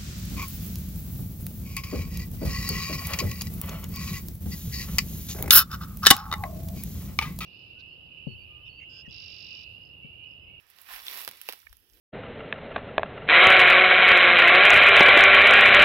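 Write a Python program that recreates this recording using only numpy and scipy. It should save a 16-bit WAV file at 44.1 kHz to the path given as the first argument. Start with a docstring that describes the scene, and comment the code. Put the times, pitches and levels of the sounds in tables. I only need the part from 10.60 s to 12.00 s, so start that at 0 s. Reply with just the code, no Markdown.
"""A step through dry leaves and brush on a forest floor, heard from a hand-held camera.
Still night air (coloured noise) and a low grip rumble run throughout, and leaves soon begin to crackle.
They swell twice, made of thousands of tiny clicks; single leaves tick, twigs snap and soil crunches.
The hand bumps the camera in low pulses; near 1.07 s a stick knocks twice, as decaying sine waves.
A sleeve then rubs in soft noise. The step is duller on the left and reaches the left a little later."""
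import sys
import numpy as np
from scipy import signal
from scipy.fft import rfft, irfft
from scipy.io import wavfile
from scipy.ndimage import uniform_filter1d

SR = 44100
rng = np.random.default_rng(int(sys.argv[2]) if len(sys.argv) > 2 else 0)


def persist_wave(psi):
    """Save psi, clipped to +-1, as 16-bit WAV."""
    counts = np.round(np.clip(psi, -1, 1) * 32767).astype(np.int16)
    wavfile.write(sys.argv[1], SR, np.atleast_2d(counts).T)


N = 61739  # length in samples, about 1.4 s
LAG_S = 0.00012  # usual lateness at the left microphone


def undb(db):
    """Turn decibels into gain."""
    return 10 ** (np.asarray(db) / 20)


def unit(x):
    """Scale to an rms of one."""
    return x / np.sqrt(np.mean(x ** 2))


def curve(times, db):
    """Make a gain that follows straight lines, in decibels, between the given times."""
    return undb(np.interp(np.arange(N) / SR, times, db))


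def colour(x, points):
    """Filter to a (pitch_hz, level_db) outline, without any sound arriving early (minimum phase)."""
    size = 4096
    hz, db = np.array(points).T
    f = np.maximum(np.fft.rfftfreq(size, 1 / SR), 1)
    outline_db = np.interp(np.log(f), np.log(hz), db)
    # Folding the cepstrum onto its first half makes the filter respond as early as it can.
    cepstrum = irfft(np.log(undb(outline_db)))
    cepstrum[1:size // 2] *= 2
    cepstrum[size // 2 + 1:] = 0
    response = irfft(np.exp(rfft(cepstrum)))
    return signal.fftconvolve(np.atleast_2d(x), response[None], axes=1)[:, :x.shape[-1]]


def even(x, size=21):
    """Level out the broad humps of a burst's spectrum, so that the wood alone gives the colour."""
    hz = np.fft.rfftfreq(len(x), 1 / SR)
    power = uniform_filter1d(np.abs(rfft(x)) ** 2, size=size) + 1e-12
    inverse = np.column_stack([hz, -10 * np.log10(power)])
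    return colour(x, inverse[1:])[0]  # skip 0 Hz, which has no logarithm


def ports(x):
    """Give one sound to both microphones (left, right), the left a little late."""
    return np.array([np.roll(x, int(round(LAG_S * SR))), x])


# colour of the night air and microphone hiss: pitch_hz, level_db (relative)
AIR_COLOUR = [(25, -10.5), (80, 2.5), (130, -3), (300, -6), (1000, -19.5), (2000, -16), (3000, 2.5),
              (4000, -9.5), (5500, -3), (7500, -24.5), (12000, -11), (16000, -17)]


def air():
    """Night air and microphone hiss: steady coloured noise, separate at each microphone."""
    return undb(-68) * unit(colour(rng.standard_normal((2, N)), AIR_COLOUR))


# colour of the grip rumble: pitch_hz, level_db (relative)
GRIP_COLOUR = [(20, -14.5), (45, -7), (88, 0.5), (130, -15), (400, -55), (2000, -86)]
# loudness of the grip rumble on the left: start_s, level_db
GRIP_LEVEL_CURVE = [(0, -78.5), (.3, -79), (.52, -75.5), (.95, -80.5), (1.1, -69.5), (1.22, -67),
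                    (1.3, -74.5), (1.4, -68)]


def grip(right_db=-7):
    """The hand's grip gives a low rumble, made of filtered noise and weaker on the right."""
    rumble = unit(colour(rng.standard_normal((2, N)), GRIP_COLOUR))
    return rumble * curve(*np.transpose(GRIP_LEVEL_CURVE)) * undb([[0], [right_db]])


def grains(per_s):
    """Tiny leaf fractures are clicks, each from its own direction and scattered by the litter."""
    spread_db = 4  # average rise of a click above the weakest, in dB
    lag_spread_s = 0.00018  # most that direction adds to or takes from the lag
    scatter_decay_s, scatter_db = 0.0031, -6.5
    count = int(per_s * N / SR)
    t = np.arange(N // 64) / SR
    scatter = rng.standard_normal(len(t)) * np.exp(-t / scatter_decay_s)
    scatter *= undb(scatter_db) / np.linalg.norm(scatter)
    when, strength, sign, side = rng.random((count, 4)).T
    # Most clicks are near the weakest size and few are strong; the sign is up or down at random.
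    rise = -np.log(np.maximum(strength, np.exp(-4)))
    size = undb(spread_db * rise) * np.sign(sign - 0.5)
    at = (when * N).astype(int)
    late = np.round((LAG_S + lag_spread_s * (2 * side - 1)) * SR).astype(int)
    left = np.bincount((at + late) % N, size, N)
    right = np.bincount(at, size, N)
    pair = np.array([left, right])
    return unit(pair + signal.fftconvolve(pair, scatter[None], axes=1)[:, :N])


# rustle, then the leaves settling: start_s, body_db, crackle_db, treble_db (before the range boosts)
RUSTLE_LEVELS = [ [(0.0, -98, -71, -66), (0.054, -91, -82, -77.5), (0.106, -80, -65, -65.5),
                 (0.142, -78.5, -67, -71), (0.198, -65.5, -62, -60.5), (0.258, -72, -63, -61),
                 (0.308, -49.5, -49.5, -48), (0.332, -60.5, -49.5, -46.5), (0.396, -56, -51, -53),
                 (0.43, -62.5, -56.5, -53), (0.478, -58.5, -47.5, -47), (0.606, -52.5, -46, -43),
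                 (0.66, -64, -55.5, -51)], ][0]
SETTLE_LEVELS = [(.70, -64.5, -59, -67), (.75, -66, -58, -59.5), (.80, -76, -61, -61.5),
                 (.835, -71.5, -59.5, -58), (.875, -74, -56, -55), (0.904, -60, -52, -55),
                 (.945, -64, -58.5, -60), (.985, -75.5, -64.5, -61.5), (1.05, -81, -71, -66),
                 (1.151, -84, -73.5, -69.5), (1.28, -105, -106, -71.5), (1.35, -102, -71, -66.5),
                 (1.4, -98, -75.5, -68)]
# colours of the three ranges of breaking leaf: pitch_hz, level_db (relative);
# the treble one also serves the twigs
BODY_COLOUR = [(40, -31), (150, -25), (260, -11), (400, -7), (650, 3), (1050, 8.5), (1500, 1.5),
               (2600, -41)]
CRACKLE_COLOUR = [(500, -49), (1000, -16), (1400, -2.5), (2000, 0), (2800, 4), (3400, 5), (4200, -1),
                  (5400, -1), (6800, -14.5), (10000, -30)]
TREBLE_COLOUR = [(4000, -43.5), (7000, -15), (8300, -9.5), (10000, -2), (12300, 3.5), (14000, -1),
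                 (15500, 2.5), (17000, -8)]
# hollow sweep of the boot through the litter, in the first swell: pitch_hz, level_db (relative)
SWEEP_COLOUR = [(400, -25), (750, -4), (1000, -4.5), (1400, -3), (1950, 4.5), (2800, -2), (5000, -24.5)]
# loudness of that sweep: start_s, level_db
SWEEP_LEVEL_CURVE = [(.2, -64.5), (.25, -60.5), (.295, -46), (.335, -45), (.39, -50.5), (.44, -73)]


def leaves():
    """Fine and coarse leaf fractures swell as the foot brushes through and presses down, then die away."""
    fine_per_s, coarse_per_s, coarse_db = 9000, 500, -5
    times, body, crackle, treble = np.vstack([RUSTLE_LEVELS, SETTLE_LEVELS]).T
    fine = grains(fine_per_s)
    sweep = unit(colour(grains(fine_per_s), SWEEP_COLOUR))
    out = sweep * curve(*np.transpose(SWEEP_LEVEL_CURVE))
    ranges = (
        (BODY_COLOUR, body + 0.5),
        (CRACKLE_COLOUR, crackle + 5),
        (TREBLE_COLOUR, treble + 6),
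    )
    for outline, level_db in ranges:
        fractures = fine + undb(coarse_db) * grains(coarse_per_s)
        out = out + unit(colour(fractures, outline)) * curve(times, level_db)
    return out


def woods(x):
    """Trunks return faint scattered echoes: the sound is smeared by fading, coloured noise."""
    t60_s, echo_db = 0.36, -15.5  # time to fade by 60 dB; level before colouring
    t = np.arange(N // 2) / SR
    echoes = rng.standard_normal((2, len(t))) * np.exp(-np.log(1000) * t / t60_s)
    echoes /= np.linalg.norm(echoes[0])
    echoes = colour(echoes, [(100, -8), (500, -7), (3000, -15), (8000, 2.5), (16000, -6)])
    return undb(echo_db) * signal.fftconvolve(x, echoes, axes=1)[:, :N]


# single leaves ticking: start_s, peak_db, pitch_hz
LEAF_TICKS = [(0.068, -46, 12200), (.169, -56, 12200), (.202, -51, 13000), (.467, -24, 3600),
              (.574, -26, 13000), (0.6756, -29, 14000), (0.772, -37.5, 11600), (.836, -35, 13000),
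              (0.99, -39, 12100), (1.002, -45, 5600), (1.018, -47, 3000), (1.03, -48.5, 1530),
              (1.095, -47, 5200), (1.129, -43, 4850), (1.169, -38, 13000), (1.299, -49, 5400),
              (1.335, -46, 6000), (1.373, -46, 3280)]


def ticks():
    """Single leaves flick: short noise bursts, each through its own broad resonance."""
    decay_s, sharpness_q = 0.00075, 3.5
    t = np.arange(N) / SR
    out = np.zeros(N)
    for start, peak_db, hz in LEAF_TICKS:
        fade = (t > start) * np.exp(-np.abs(t - start) / decay_s)
        flick = rng.standard_normal(N) * fade + 1e-18
        tick = signal.lfilter(*signal.iirpeak(hz, sharpness_q, fs=SR), flick)
        out += undb(peak_db) * tick / np.abs(tick).max()
    return ports(out)


# twig snaps: start_s, base_db, body_db, crack_db, treble_db, splinter_decay_s, ring_hz, ring_db
# (the four part levels are relative to base_db, before the boost of each part)
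TWIG_SNAPS = [(.1012, -40.5, -41, -25, -12.5, 0.00037, 1550, -24.5),
              (0.1866, -41, -24, -12, -17, .0007, 3020, -35),
              (0.216, -40.5, -33, -27, -6, 0.00071, 12300, -20),
              (0.3374, -31.5, -29, -19.5, -17.5, 0.0021, 1410, -20),
              (0.3614, -30, -37, -20, -14.5, 0.0021, 2800, -17.5),
              (.4827, -25.5, -39, -19, -19, 0.0018, 3580, -9.5),
              (0.6489, -29.5, -29, -15.5, -11, 0.00027, 4900, -22),
              (.677, -18, -23.5, -18, -16, 0.00091, 1570, -21),
              (0.6892, -27.5, -32, -17, -13, 0.0012, 3220, -26.5),
              (.7127, -32.5, -31, -17, -12, 0.00098, 2480, -20),
              (0.8151, -24, -51, -23.5, -14.5, 0.00063, 3060, -26),
              (0.8886, -17.5, -18, -17.5, -18.5, 0.00035, 2804, -16.5),
              (0.8945, -30, -24, -16, -8.5, 0.00069, 3560, -17),
              (.902, -34, -24, -16, -22, 0.0016, 1600, -18),
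              (0.9245, -30.5, -32, -13.5, -9.5, 0.00093, 2350, -19),
              (0.9339, -33, -21.5, -12, -13, 0.00088, 1440, -15.5),
              (1.1283, -40, -30, -19, -12, 0.0021, 1650, -15.5)]
# colours of breaking wood, body and crack: pitch_hz, level_db (relative)
WOOD_BODY_COLOUR = [(40, -39), (120, -25), (250, -12), (420, -0.5), (700, 0.5), (1050, 3), (1500, -12),
                    (2600, -35)]
WOOD_CRACK_COLOUR = [(500, -37), (1000, -9), (1500, -2), (2000, -2), (2800, 1.5), (4200, -1.5),
                     (5400, -3.5), (7000, -17), (10000, -30)]


def twigs():
    """Each twig gives one sharp break, a moment of splintering, a brief ring and a short rattle in the litter."""
    splinter_db, ring_t120_s = -6, 0.006
    rattle_db, rattle_decay_s = -16, 0.0049
    scatter_db = -8  # splintering that reaches the left microphone by other paths
    size = 4096
    out = np.zeros((2, N + size))
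    t = np.arange(size) / SR
    rattle = undb(rattle_db) * np.exp(-t / rattle_decay_s)
    ring_fade = np.exp(-2 * np.log(1000) * t / ring_t120_s)
    for start, base_db, body, crack, treble, decay, ring_hz, ring in TWIG_SNAPS:
        splinters, left, right = rng.standard_normal((3, size))
        splinter_fade = np.exp(-t / decay)
        burst = undb(splinter_db) * splinters * splinter_fade
        burst[0] += 2  # the sharp break
        near = ports(even(burst + rattle * right))
        scattered = even(burst + left * (rattle + undb(scatter_db) * splinter_fade))
        wide = np.array([ports(scattered)[0], near[1]])
        mode = ports(np.sin(2 * np.pi * ring_hz * t) * t * ring_fade)
        parts = (
            (colour(near, WOOD_BODY_COLOUR), body + 25.5),
            (colour(wide, WOOD_CRACK_COLOUR), crack + 27),
            (colour(wide, TREBLE_COLOUR), treble + 27.5),
            (mode, ring + 28),
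        )
        at = int(start * SR)
        for part, part_db in parts:
            out[:, at:at + size] += part / np.linalg.norm(part[1]) * undb(base_db + part_db)
    return out[:, :N]


# colour of soft soil giving under the sole: pitch_hz, level_db (relative)
SOIL_COLOUR = [(40, -17), (90, -8), (170, -6), (260, -5), (350, 3), (500, 2), (800, -2), (1400, -25)]
# loudness of the soil: start_s, level_db
SOIL_LEVEL_CURVE = [(.2, -79), (.34, -83), (.43, -72.5), (.5, -64.5), (.57, -59), (.655, -72.5), (.70, -72),
                    (.76, -71.5), (.82, -82), (.89, -75), (.96, -71), (1.01, -101)]
# thuds of weight landing on the ground: start_s, level_db, decay_s
WEIGHT_THUDS = [(0.684, -58, 0.03), (.892, -78, .012)]
# colour of the thuds: pitch_hz, level_db (relative)
GROUND_COLOUR = [(30, -12), (80, -1), (200, -3.5), (300, -3), (700, -21.5)]


def ground():
    """Soil crunches dully under the sole and thuds under landing weight, both as low filtered noise."""
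    t = np.arange(N) / SR
    weight = np.zeros(N)
    for start, level_db, decay in WEIGHT_THUDS:
        weight += undb(level_db) * (t > start) * np.exp(-np.abs(t - start) / decay)
    thud = unit(colour(ports(rng.standard_normal(N)), GROUND_COLOUR))
    thud = thud * uniform_filter1d(weight, size=128)  # soften the onset
    soil = unit(colour(ports(rng.standard_normal(N)), SOIL_COLOUR))
    return thud + soil * curve(*np.transpose(SOIL_LEVEL_CURVE))


# bumps of the hand on the camera: middle_s, spread_s, level_db (on the left), pitch_hz
HAND_BUMPS = [(0.347, 0.033, -56.5, 40.9), (0.432, 0.028, -64.5, 55.3), (0.501, 0.027, -68, 50.4),
              (1.064, 0.016, -58, 65.6), (1.114, 0.013, -46, 47), (1.167, 0.059, -63, 53),
              (1.344, .025, -57, 47)]


def bumps(right_db=-15):
    """The hand bumps the camera: low waves that swell and fade in a bell shape, mostly on the left."""
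    out = np.zeros(N)
    for middle, spread, level_db, hz in HAND_BUMPS:
        t = np.arange(N) / SR - middle
        out += undb(level_db) * np.cos(2 * np.pi * hz * t) * np.exp(-(t / spread) ** 2)
    return out * undb([[0], [right_db]])


# knocks of the stick: start_s, level_db
STICK_KNOCKS = [(1.0685, -38.5), (1.0702, -36.5)]
# ringing tones of the stick: pitch_hz, level_db (relative to the knock), t60_s (time to fade by 60 dB)
STICK_TONES = [(597, -45, 0.007), (1050, -36, .008), (1810, 3.5, 0.011), (2200, 2.5, 0.014),
               (2850, -44, .006)]


def stick(left_db=-8, contact_s=0.00027):
    """A dry stick to the right knocks and bounces once; each contact sets off short fading tones."""
    out = np.zeros(N)
    for start, knock_db in STICK_KNOCKS:
        t = np.maximum(np.arange(N) / SR - start, 0)
        rise = 1 - np.exp(-t / contact_s)
        for hz, tone_db, t60 in STICK_TONES:
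            fade = np.exp(-np.log(1000) * t / t60)
            out += undb(knock_db + tone_db) * np.sin(2 * np.pi * hz * t) * fade * rise
    return ports(out) * undb([[left_db], [0]])


# colour of the rubbing sleeve: pitch_hz, level_db (relative)
SLEEVE_COLOUR = [(80, -4), (220, -3.5), (330, 7), (550, -3), (900, -14.5), (2500, -48)]
# loudness of the sleeve: start_s, level_db
SLEEVE_LEVEL_CURVE = [(1.15, -104), (1.23, -76), (1.31, -79), (1.38, -69), (1.4, -76)]


def sleeve():
    """A sleeve rubs near the end: soft filtered noise, the same at both microphones."""
    rub = unit(colour(rng.standard_normal(N), SLEEVE_COLOUR))
    return rub * curve(*np.transpose(SLEEVE_LEVEL_CURVE))


# level of the step at the left microphone as the camera swings round to face it: start_s, level_db
FACING_CURVE = [(0, -7.5), (.22, -5), (.32, -1), (.5, 0.5), (.68, .5), (.9, 0), (1.0, -0.5), (1.4, -2.5)]
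# colour of the left microphone against the right: pitch_hz, level_db
LEFT_COLOUR = [(60, 1), (380, 1), (700, -2.5), (1290, -3), (2380, -11), (4100, -2), (5800, -5),
               (8400, -18.5), (10500, -16.5), (12300, -14.5), (15000, -17.5)]


def scene():
    """Mix the step and its echoes over still night air, then add the handling of the camera."""
    step = leaves() + ticks() + twigs() + ground() + stick()
    left, right = step + woods(step)
    air_left, air_right = air()
    left = left * curve(*np.transpose(FACING_CURVE)) + undb(-1.5) * air_left
    left = colour(left, LEFT_COLOUR)[0]
    handling = grip() + bumps() + sleeve()
    return np.array([left, right + air_right]) + handling


def record(dry):
    """The recorder cuts the top: a steep low-pass filter at 15850 Hz."""
    top_cut = signal.ellip(10, 0.2, 80, 15850, fs=SR, output="sos")
    return signal.sosfilt(top_cut, dry)


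dry = scene()
out = record(dry)
persist_wave(out)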